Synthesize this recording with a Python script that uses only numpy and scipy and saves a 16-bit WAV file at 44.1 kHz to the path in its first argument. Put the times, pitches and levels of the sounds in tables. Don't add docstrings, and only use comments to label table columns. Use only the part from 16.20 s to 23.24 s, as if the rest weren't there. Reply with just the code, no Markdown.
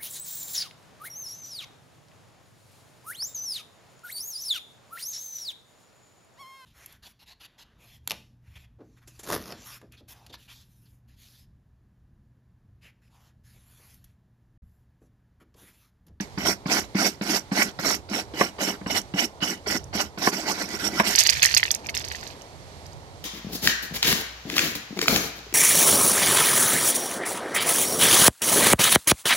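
import sys
import numpy as np
from scipy import signal
from scipy.fft import rfft, irfft, next_fast_len
from scipy.io import wavfile
from scipy.ndimage import uniform_filter1d, minimum_filter1d, map_coordinates

SR = 44100
rng = np.random.default_rng(int(sys.argv[2]) if len(sys.argv) > 2 else 0)


def put_to_file(sound):
    columns = np.atleast_2d(sound).T
    safe = np.clip(columns, -1, 1)
    whole_steps = np.round(safe * 32767)
    wavfile.write(sys.argv[1], SR, whole_steps.astype(np.int16))


def how_loud(loudness_db):
    steps = np.asarray(loudness_db, float) / 20
    return 10 ** steps


N = 310464

# (wires land [s], full speed [s], hand eases [s], nearly off [s], scratch [dB])
STROKES = [(-.06, -.02, 0.0, .06, -39), (.176, .262, .305, .345, -29.5), (.456, .515, .585, .635, -29),
           (.747, .795, .86, .93, -29.5), (1.012, 1.1, 1.15, 1.2, -28.5),
           (1.312, 1.385, 1.41, 1.495, -28.5), (1.589, 1.68, 1.715, 1.77, -28),
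           (1.888, 1.945, 1.965, 2.03, -32), (2.137, 2.2, 2.235, 2.3, -33),
           (2.383, 2.415, 2.455, 2.55, -30), (2.661, 2.725, 2.782, 2.805, -30.5),
           (2.938, 3.0, 3.046, 3.062, -29.5), (3.205, 3.222, 3.305, 3.365, -33.5),
           (3.46, 3.468, 3.566, 3.582, -32), (3.728, 3.748, 3.81, 3.87, -34),
           (3.976, 4.072, 4.085, 4.11, -27.5)]
# (turn [s], fastest [s], scratch [dB])
SCRUB = [
    (4.118, 4.155, -35.5),
    (4.24, 4.312, -30),
    (4.35, 4.405, -34),
    (4.475, 4.545, -36.5),
    (4.575, 4.652, -29.5),
    (4.695, 4.8, -32),
    (4.825, 4.872, -26.5),
]
# (frequency [Hz], density [dB per Hz])
WIRE_COLOUR = [(260, -39), (450, -9), (720, -2), (1120, -8.5), (1390, -9), (1660, -6.5), (2010, -4.5),
               (3610, -10), (5610, -3), (10200, -17), (13100, -13), (14400, -13), (15000, -86)]
# (frequency [Hz], width [Hz], level [dB])
TRAY_MODES = [(1450, 136, -0.5), (1980, 19, 8), (2200, 44, -3.5), (5800, 30, -5), (6500, 150, -22),
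              (14000, 300, -0.5)]
# (frequency [Hz], width [Hz], level [dB])
PANEL_MODES = [(197, 50, -0.5), (319, 50, 0), (406, 19.2, -1)]
# (time [s], place [0 rim - 1 edge])
BRUSH_PLACE = [
    (0, .8),
    (2, .5),
    (2.15, .15),
    (3.4, 0),
    (3.48, .7),
    (3.6, .1),
    (4.1, .95),
    (4.54, .95),
    (4.64, .45),
]
# (time [s], level [dB])
BRUSH_LOWS = [
    (4.82, 1.5),
    (4.86, -5.5),
]
# (time [s], peak [dB], pitch [Hz], hard knock relative [dB])
THUDS = [(0.004, -21, 198, -22), (0.175, -21, 188, -11), (0.457, -19.5, 170, -8),
         (0.749, -12.5, 196, -16.5), (1.011, -19.5, 201, -8.5), (1.315, -16, 189, -9),
         (1.589, -26, 168, -4.5), (1.912, -23, 211, -18), (2.136, -27.5, 317, -14),
         (2.209, -18.5, 205, 9.5), (2.386, -37, 185, 7), (2.612, -29, 191, -9), (2.661, -22, 184, -5.5),
         (2.939, -17, 186, -21), (3.222, -21, 190, -18), (3.468, -24, 410, -13), (3.75, -20.5, 201, -19),
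         (3.974, -29.5, 205, -6), (4.07, -17.5, 208, 7.5), (4.797, -15, 215, 9.5)]
# (frequency [Hz], width [Hz], level [dB])
KNOCK_MODES = [(450, 260, -4), (730, 200, -3), (1065, 130, -1), (1264, 120, -10), (1580, 310, -7),
               (2100, 900, -11)]
# (time [s], peak [dB])
SNAPS = [
    (0.9293, -30),
    (1.0395, -35),
    (1.1938, -14),
    (2.3126, -46),
    (2.816, -15),
    (3.6411, -19.5),
    (4.3494, -25),
    (4.4902, -13),
    (4.5044, -20),
    (4.5894, -18),
]
# (time [s], peak [dB], ring [Hz], treble relative [dB])
CLATTER = [(4.9514, -8, 4530, 2), (4.9808, -8.5, 3920, 4), (4.9857, -11, 4650, 8), (4.9938, -7, 4400, -1),
           (4.9984, -15.5, 4750, 15), (5.0292, -15.5, 4630, 4.5), (5.0517, -16, 4440, -19),
           (5.0643, -5.5, 4700, -3.5), (5.091, -1.5, 4830, -6), (5.0977, -20, 2480, 8),
           (5.1258, -18.5, 2600, -8), (5.1512, -17, 2430, -10), (5.17, -18, 2140, -13),
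           (5.1947, -16, 3520, -13), (5.221, -6.5, 4500, 7.5), (5.2305, -0.5, 2490, -10),
           (5.2384, -9, 4740, -1), (5.2511, -5.5, 1900, 0), (5.266, -13, 1880, -12),
           (5.2745, -16, 2710, -8), (5.289, -18, 1840, -9), (5.3404, -6, 4600, 0), (5.3661, -3, 4730, -5),
           (5.3705, -2.5, 4770, -3), (5.3968, -13.5, 2150, -9), (5.43, -5.5, 2010, -14),
           (5.4532, -13.5, 1980, -12), (5.4793, -19.5, 2690, -12), (5.5068, -13, 3680, 7),
           (5.541, -21, 4600, 8)]
# (time [s], peak [dB], ring [Hz], treble relative [dB])
SETTLING = [(5.5545, -28, 2420, -4), (5.6444, -33, 2510, -10), (5.661, -24, 2350, -2.5),
            (5.688, -21.5, 2650, -4), (5.6922, -16, 2140, -14), (5.7433, -22, 2620, 3.5),
            (5.7495, -19, 3530, -4), (5.7678, -13.5, 5000, -6), (5.7887, -25, 4470, 0),
            (5.8037, -25.5, 3630, -9), (5.8417, -22.5, 4550, -3), (5.8776, -26.5, 4530, 0),
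            (5.9009, -29, 4500, -11), (5.9144, -20, 1830, -6), (5.9477, -22, 1910, -9.5),
            (6.004, -30, 4760, -4), (6.029, -26.5, 1500, -7), (6.0673, -29.5, 4220, -1),
            (6.1043, -37, 2410, -13), (6.2124, -38.5, 2800, 2.5), (6.6584, -35, 4750, -3),
            (6.7245, -43, 4540, -1)]
SHELL_HZ = [1900, 2450, 3500, 4450, 4900]
# (time [s], level [dB])
RUSTLE = [
    (4.92, -36),
    (4.996, -22),
    (5.118, -28),
    (5.33, -25),
    (5.34, -38),
    (5.73, -55),
    (5.745, -38.5),
    (6.1, -44),
    (6.16, -60),
]
# (frequency [Hz], density [dB per Hz])
CAN_COLOUR = [(300, -30), (700, -9), (1350, -7.5), (1800, 2.5), (3800, 1), (4730, 6.5), (6450, -1.5),
              (9500, -15), (13600, -14), (14400, -10), (16500, -22)]
# (time [s], level [dB])
TRAFFIC_SWELL = [
    (0, 0),
    (1.2, -2),
    (2.5, 1),
    (4, -1),
    (5.1, 2),
    (5.85, 2),
    (7.04, 1),
]
# (frequency [Hz], density [dB per Hz])
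RUMBLE_COLOUR = [(13, -66), (30, -48), (48, -12), (65, 4), (156, -2.5), (220, -28.5), (290, -51),
                 (480, -120)]
TRAFFIC_COLOUR = [(76, -1), (130, -8), (157, -10), (222, -8.5), (560, -6.5), (900, -7.5), (1450, -20),
                  (2080, -60), (3520, -120)]
HISS_COLOUR = [(650, -2), (1100, -11.5), (1950, -7), (2230, -7), (2540, -12), (4610, -7.5), (10500, -22),
               (13700, -28), (15300, -55)]
# (frequency [Hz], left over right [dB])
PORT_BALANCE = [(200, -.5), (1200, -2.5), (2700, -4.5), (4200, -10.5), (5600, -23.5), (7000, -14.5),
                (8500, -2.5), (10000, 2.5), (11500, -14), (13000, -16.5), (14500, -16)]
# (frequency [Hz], likeness [0-1])
NEAR_ALIKE = [(100, 0.99), (400, 0.95), (1000, 0.78), (2500, 0.35), (6000, 0.1), (14000, 0.1)]
FAR_ALIKE = [(60, 1), (300, 0.85), (800, 0.91), (2000, 0.084)]

TREBLE_LATE_S = .00663


def brush():
    scratch, song = pressure()
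    grip = how_loud(1.5 * wobble(45) + 1.8 * wobble(160))
    rust = filtered(flicks(8000, spread_db=2.0), colour(WIRE_COLOUR))

    rings = 0
    for part in np.array_split(TRAY_MODES, 3):
        wander = how_loud(2.3 * wobble(9))
        rings = rings + wander * filtered(rust, modes(part))
    place = curves(BRUSH_PLACE)
    edge_gain = how_loud(13 - 36 * place)
    rim_gain = how_loud(-10 + 13 * place)
    edge = edge_gain * filtered(rust, modes([(2945, 83, -1)]))
    edge = edge + rim_gain * filtered(rust, modes([(4810, 326, 0)]))
    wires = unit(patchy(0.84 * rust + 1.31 * rings + edge, patchy_db=3.2))

    body = filtered(wires, lambda hz: 1 / (1 + (hz / 1300) ** 6))
    fizz = filtered(wires, lambda hz: 1 / (1 + (hz / 5200) ** -6.0))
    lows = how_loud(curves(BRUSH_LOWS))
    wires = wires + (lows - 1) * body
    speed = np.abs(uniform_filter1d(scratch, size=800, origin=300))
    brightness = np.minimum(speed / how_loud(-26), 1.5) ** 0.26
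    wires = wires + (brightness - 1) * fizz

    song_mode = modes([(5590, 230, 0), (5250, 260, -7)])
    whistle = filtered(song * grip * flicks(5000, spread_db=2.9), lambda hz: song_mode(hz) ** 2)
    boom = how_loud(-11.5) * scratch ** 0.77 * how_loud(2.13 * wobble(30))
    panel_mode = modes(PANEL_MODES)
    panel = filtered(boom * flicks(1500, spread_db=1.0), lambda hz: panel_mode(hz) * highpass(hz, 118))
    return how_loud(6.2) * scratch * grip * wires + how_loud(23.2) * whistle + how_loud(23) * lows * panel


def pressure():
    shapes = []
    for land, full, ease, off, db in STROKES:
        bent_back = land + .3 * (full - land)
        shapes.append([(land, db - 11), (bent_back, db - 12), (full, db), (ease, db),
                       (off, db - 19), (off + .04, db - 42)])
    scrubbing = []
    for turn, fast, db in SCRUB:
        scrubbing += [(turn, -44), (fast, db)]
    shapes.append(scrubbing + [(4.942, -33)])

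    push = 0
    for rows in shapes:
        push = push + curves([(s, how_loud(db / 2)) for s, db in rows], 0)[0]
    scratch = np.abs(uniform_filter1d(push ** 2, size=70))
    singing = np.minimum(scratch / how_loud(-30), 1) ** .4
    return scratch, scratch * singing * how_loud(-2.5 + 3 * wobble(25))


def flicks(per_second, spread_db):
    hit = rng.random((2, N)) < per_second / SR
    sign_and_size = rng.standard_normal((2, N))
    stronger = np.minimum(rng.exponential(size=(2, N)), 3)
    return unit(hit * sign_and_size * how_loud(spread_db * stronger))


def thuds():
    low, hard = np.zeros((2, 2, N + SR))
    t = np.arange(SR // 6) / SR
    for s, db, hz, knock_db in THUDS:
        at = round(s * SR)
        ring = np.sin(2 * np.pi * hz * t)
        ring = ring + 0.51 * np.sin(2 * np.pi * 1.55 * hz * t + rng.uniform(0, 6.45))
        low[0, at:at + len(t)] += how_loud(db + 3.5 - 60 * t / 0.07) * (1 - np.exp(-t / 0.0026)) * ring
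        knock = how_loud(db + knock_db + 18.5 - 60 * t / 0.053) * (1 - np.exp(-t / 0.0007))
        hard[:, at:at + len(t)] += knock * rng.standard_normal((2, len(t)))
    return filtered(low[:, :N], lambda hz: highpass(hz, 90)) + filtered(hard[:, :N], modes(KNOCK_MODES))


def snaps():
    out = np.zeros((2, N))
    t = np.arange(SR // 40) / SR
    for s, db in SNAPS:
        at = round((s - TREBLE_LATE_S) * SR)
        out[:, at:at + len(t)] += how_loud(db - 10 - 60 * t / 0.016) * rng.standard_normal((2, len(t)))
    return filtered(out, modes([(5800, 990, 6.5), (9500, 5000, -10)]))


def can():
    shell, crack, treble = np.zeros((3, 2, N + SR))
    t = np.arange(SR // 20) / SR
    rise = 1 - np.exp(-t / 0.00019)
    snap = (1 - np.exp(-t / .0007)) * how_loud(1 - 60 * t / .012)
    for s, db, hz, treble_db in blows():
        at = round(s * SR)
        hit = slice(at, at + len(t))
        low_hz = hz * (1 + 0.036 * rng.standard_normal((2, 1)))
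        high_hz = rng.uniform(5570, 6730, (2, 1))
        low_decay = how_loud(db - 5.0 + 8 * hz / 4500 - 60 * t / (0.012 + 14 / hz))
        low = low_decay * np.sin(2 * np.pi * low_hz * t)
        high = how_loud(db + treble_db - 2.5 - 60 * t / 0.017) * np.sin(2 * np.pi * high_hz * t)
        shell[:, hit] += rise * (low + high)
        crack[:, hit] += how_loud(db + 4.5) * snap * rng.standard_normal((2, len(t)))
        treble[:, hit] += how_loud(db + treble_db + 13.5) * snap * rng.standard_normal((2, len(t)))

    effort = how_loud(curves(RUSTLE, -150)) * how_loud(3.2 * wobble(90) - 1.5)
    loose_parts = filtered(flicks(1600, spread_db=2.5), colour(CAN_COLOUR))
    rustle = effort * unit(patchy(loose_parts, patchy_db=1.5))
    tint = colour(CAN_COLOUR)
    dull = filtered(crack[:, :N], lambda hz: tint(hz) / (1 + (hz / 5000) ** 8))
    bright = filtered(treble[:, :N], lambda hz: tint(hz) / (1 + (5000 / (hz + 1)) ** 8))
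    return shell[:, :N] + dull + bright + rustle


def blows():
    rows = np.array([*CLATTER, *SETTLING])
    wait, part = rng.random((len(rows), 2)).T
    hz = np.array(SHELL_HZ)[(part * len(SHELL_HZ)).astype(int)]
    later = rows[:, 0] + .009 * (.5 + wait)
    rebounds = np.transpose([later, rows[:, 1] - 12, hz, np.full(len(rows), -9.0)])
    return [*rows, *rebounds]


def street():
    near_db, = curves(TRAFFIC_SWELL)
    hiss_db = -52 + 3 * (np.arange(N) / SR > 6.15)
    a, b = noise(RUMBLE_COLOUR) * how_loud(-52 + near_db + 3.6 * wobble(7.2))
    rumble = np.array([1.3 * a + 0.9 * b, 0.6 * a - 0.5 * b]) * how_loud([[-7], [7]])
    traffic = noise(TRAFFIC_COLOUR) * how_loud(-47.5 + near_db + 1.8 * wobble(4.066))
    hiss = noise(HISS_COLOUR) * how_loud(hiss_db + 1.5 * wobble(6))
    return rumble + ports(traffic + hiss, FAR_ALIKE, lag_s=-0.00024)


def noise(spectrum):
    return unit(filtered(rng.standard_normal((2, N)), colour(spectrum)))


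def bay(x, t60, wet_db):
    t = np.arange(SR // 5) / SR
    tail = rng.standard_normal((2, len(t))) * how_loud(-60 * t / t60)
    wet = signal.fftconvolve(x, tail / np.linalg.norm(tail[0]), axes=1)[:, :N]
    return x + how_loud(wet_db) * wet


def ports(pair, alike, lag_s):
    m = next_fast_len(N + SR // 4)
    hz = np.fft.rfftfreq(m, 1 / SR)
    turn = np.arccos(np.clip(along(alike, hz), 0, 1)) / 2
    mid, side = rfft(pair, m) * [np.cos(turn), np.sin(turn)]
    share = 1 / (1 + how_loud(-2 * along(PORT_BALANCE, hz)))
    left = (mid + side) * np.sqrt(2 * share) * np.exp(-2j * np.pi * hz * lag_s)
    right = (mid - side) * np.sqrt(2 - 2 * share)
    return irfft([left, right], m)[:, :N]


def patchy(x, patchy_db):
    z = signal.stft(x, nperseg=256)[2]
    field = uniform_filter1d(rng.standard_normal(z.shape[1:]), size=3, axis=0)
    field = uniform_filter1d(field, size=10, axis=1)
    return signal.istft(z * how_loud(patchy_db * unit(field)), nperseg=256)[1][:, :N]


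def modes(table):
    def response(f):
        total = 0
        for k, (centre, width, db) in enumerate(table):
            damping = 1j * f * width
            total = total + (-1) ** k * how_loud(db) * damping / (centre * centre - f * f + damping)
        return total
    return response


def colour(spectrum):
    return lambda hz: how_loud(along(spectrum, hz))


def highpass(hz, corner_hz):
    u = 1j * hz / corner_hz
    return u * u / (1 + np.sqrt(2) * u + u * u)


def filtered(x, response):
    m = next_fast_len(N + SR // 2)
    return irfft(rfft(x, m) * response(np.fft.rfftfreq(m, 1 / SR)), m)[..., :N]


def along(points, hz):
    f, v = np.transpose(points)
    return np.interp(np.log(hz + 1), np.log(f + 1), v)


def curves(rows, outside=None):
    s, *cols = np.transpose(rows)
    return np.array([np.interp(np.arange(N) / SR, s, c, outside, outside) for c in cols])


def wobble(rate):
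    at = np.arange(0, N + 32, 32)
    knots = rng.standard_normal(int(N * rate / SR) + 4)
    return np.interp(np.arange(N), at, map_coordinates(knots, [at * rate / SR]))


def unit(x):
    return x / np.sqrt(np.mean(x ** 2) + 1e-20)


def scene():
    tray = ports(bay(brush() + thuds() + snaps(), t60=0.14, wet_db=-14.5), NEAR_ALIKE, lag_s=0.00017)
    rattle = ports(bay(can(), t60=.06, wet_db=-12), NEAR_ALIKE, lag_s=0.00035)
    return tray + rattle + street()


def top_cut(x):
    return signal.sosfilt(signal.butter(12, 15460, fs=SR, output="sos"), x)


def record(dry):
    def response(hz):
        treble = 1 / (1 + (5050 / (hz + 1)) ** 24)
        late = np.exp(-2j * np.pi * hz * TREBLE_LATE_S)
        top = .018 + .982 / (1 + (hz / 14220) ** 130)
        return highpass(hz, 52) * top * (1 - treble + treble * late)

    split = filtered(dry, response)
    need = np.minimum(1, .97 / (np.abs(split).max(axis=0) + 1e-9))
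    limiter = uniform_filter1d(minimum_filter1d(need, size=81), size=41)
    return top_cut(split * limiter)


dry = scene()
out = record(dry)
put_to_file(out)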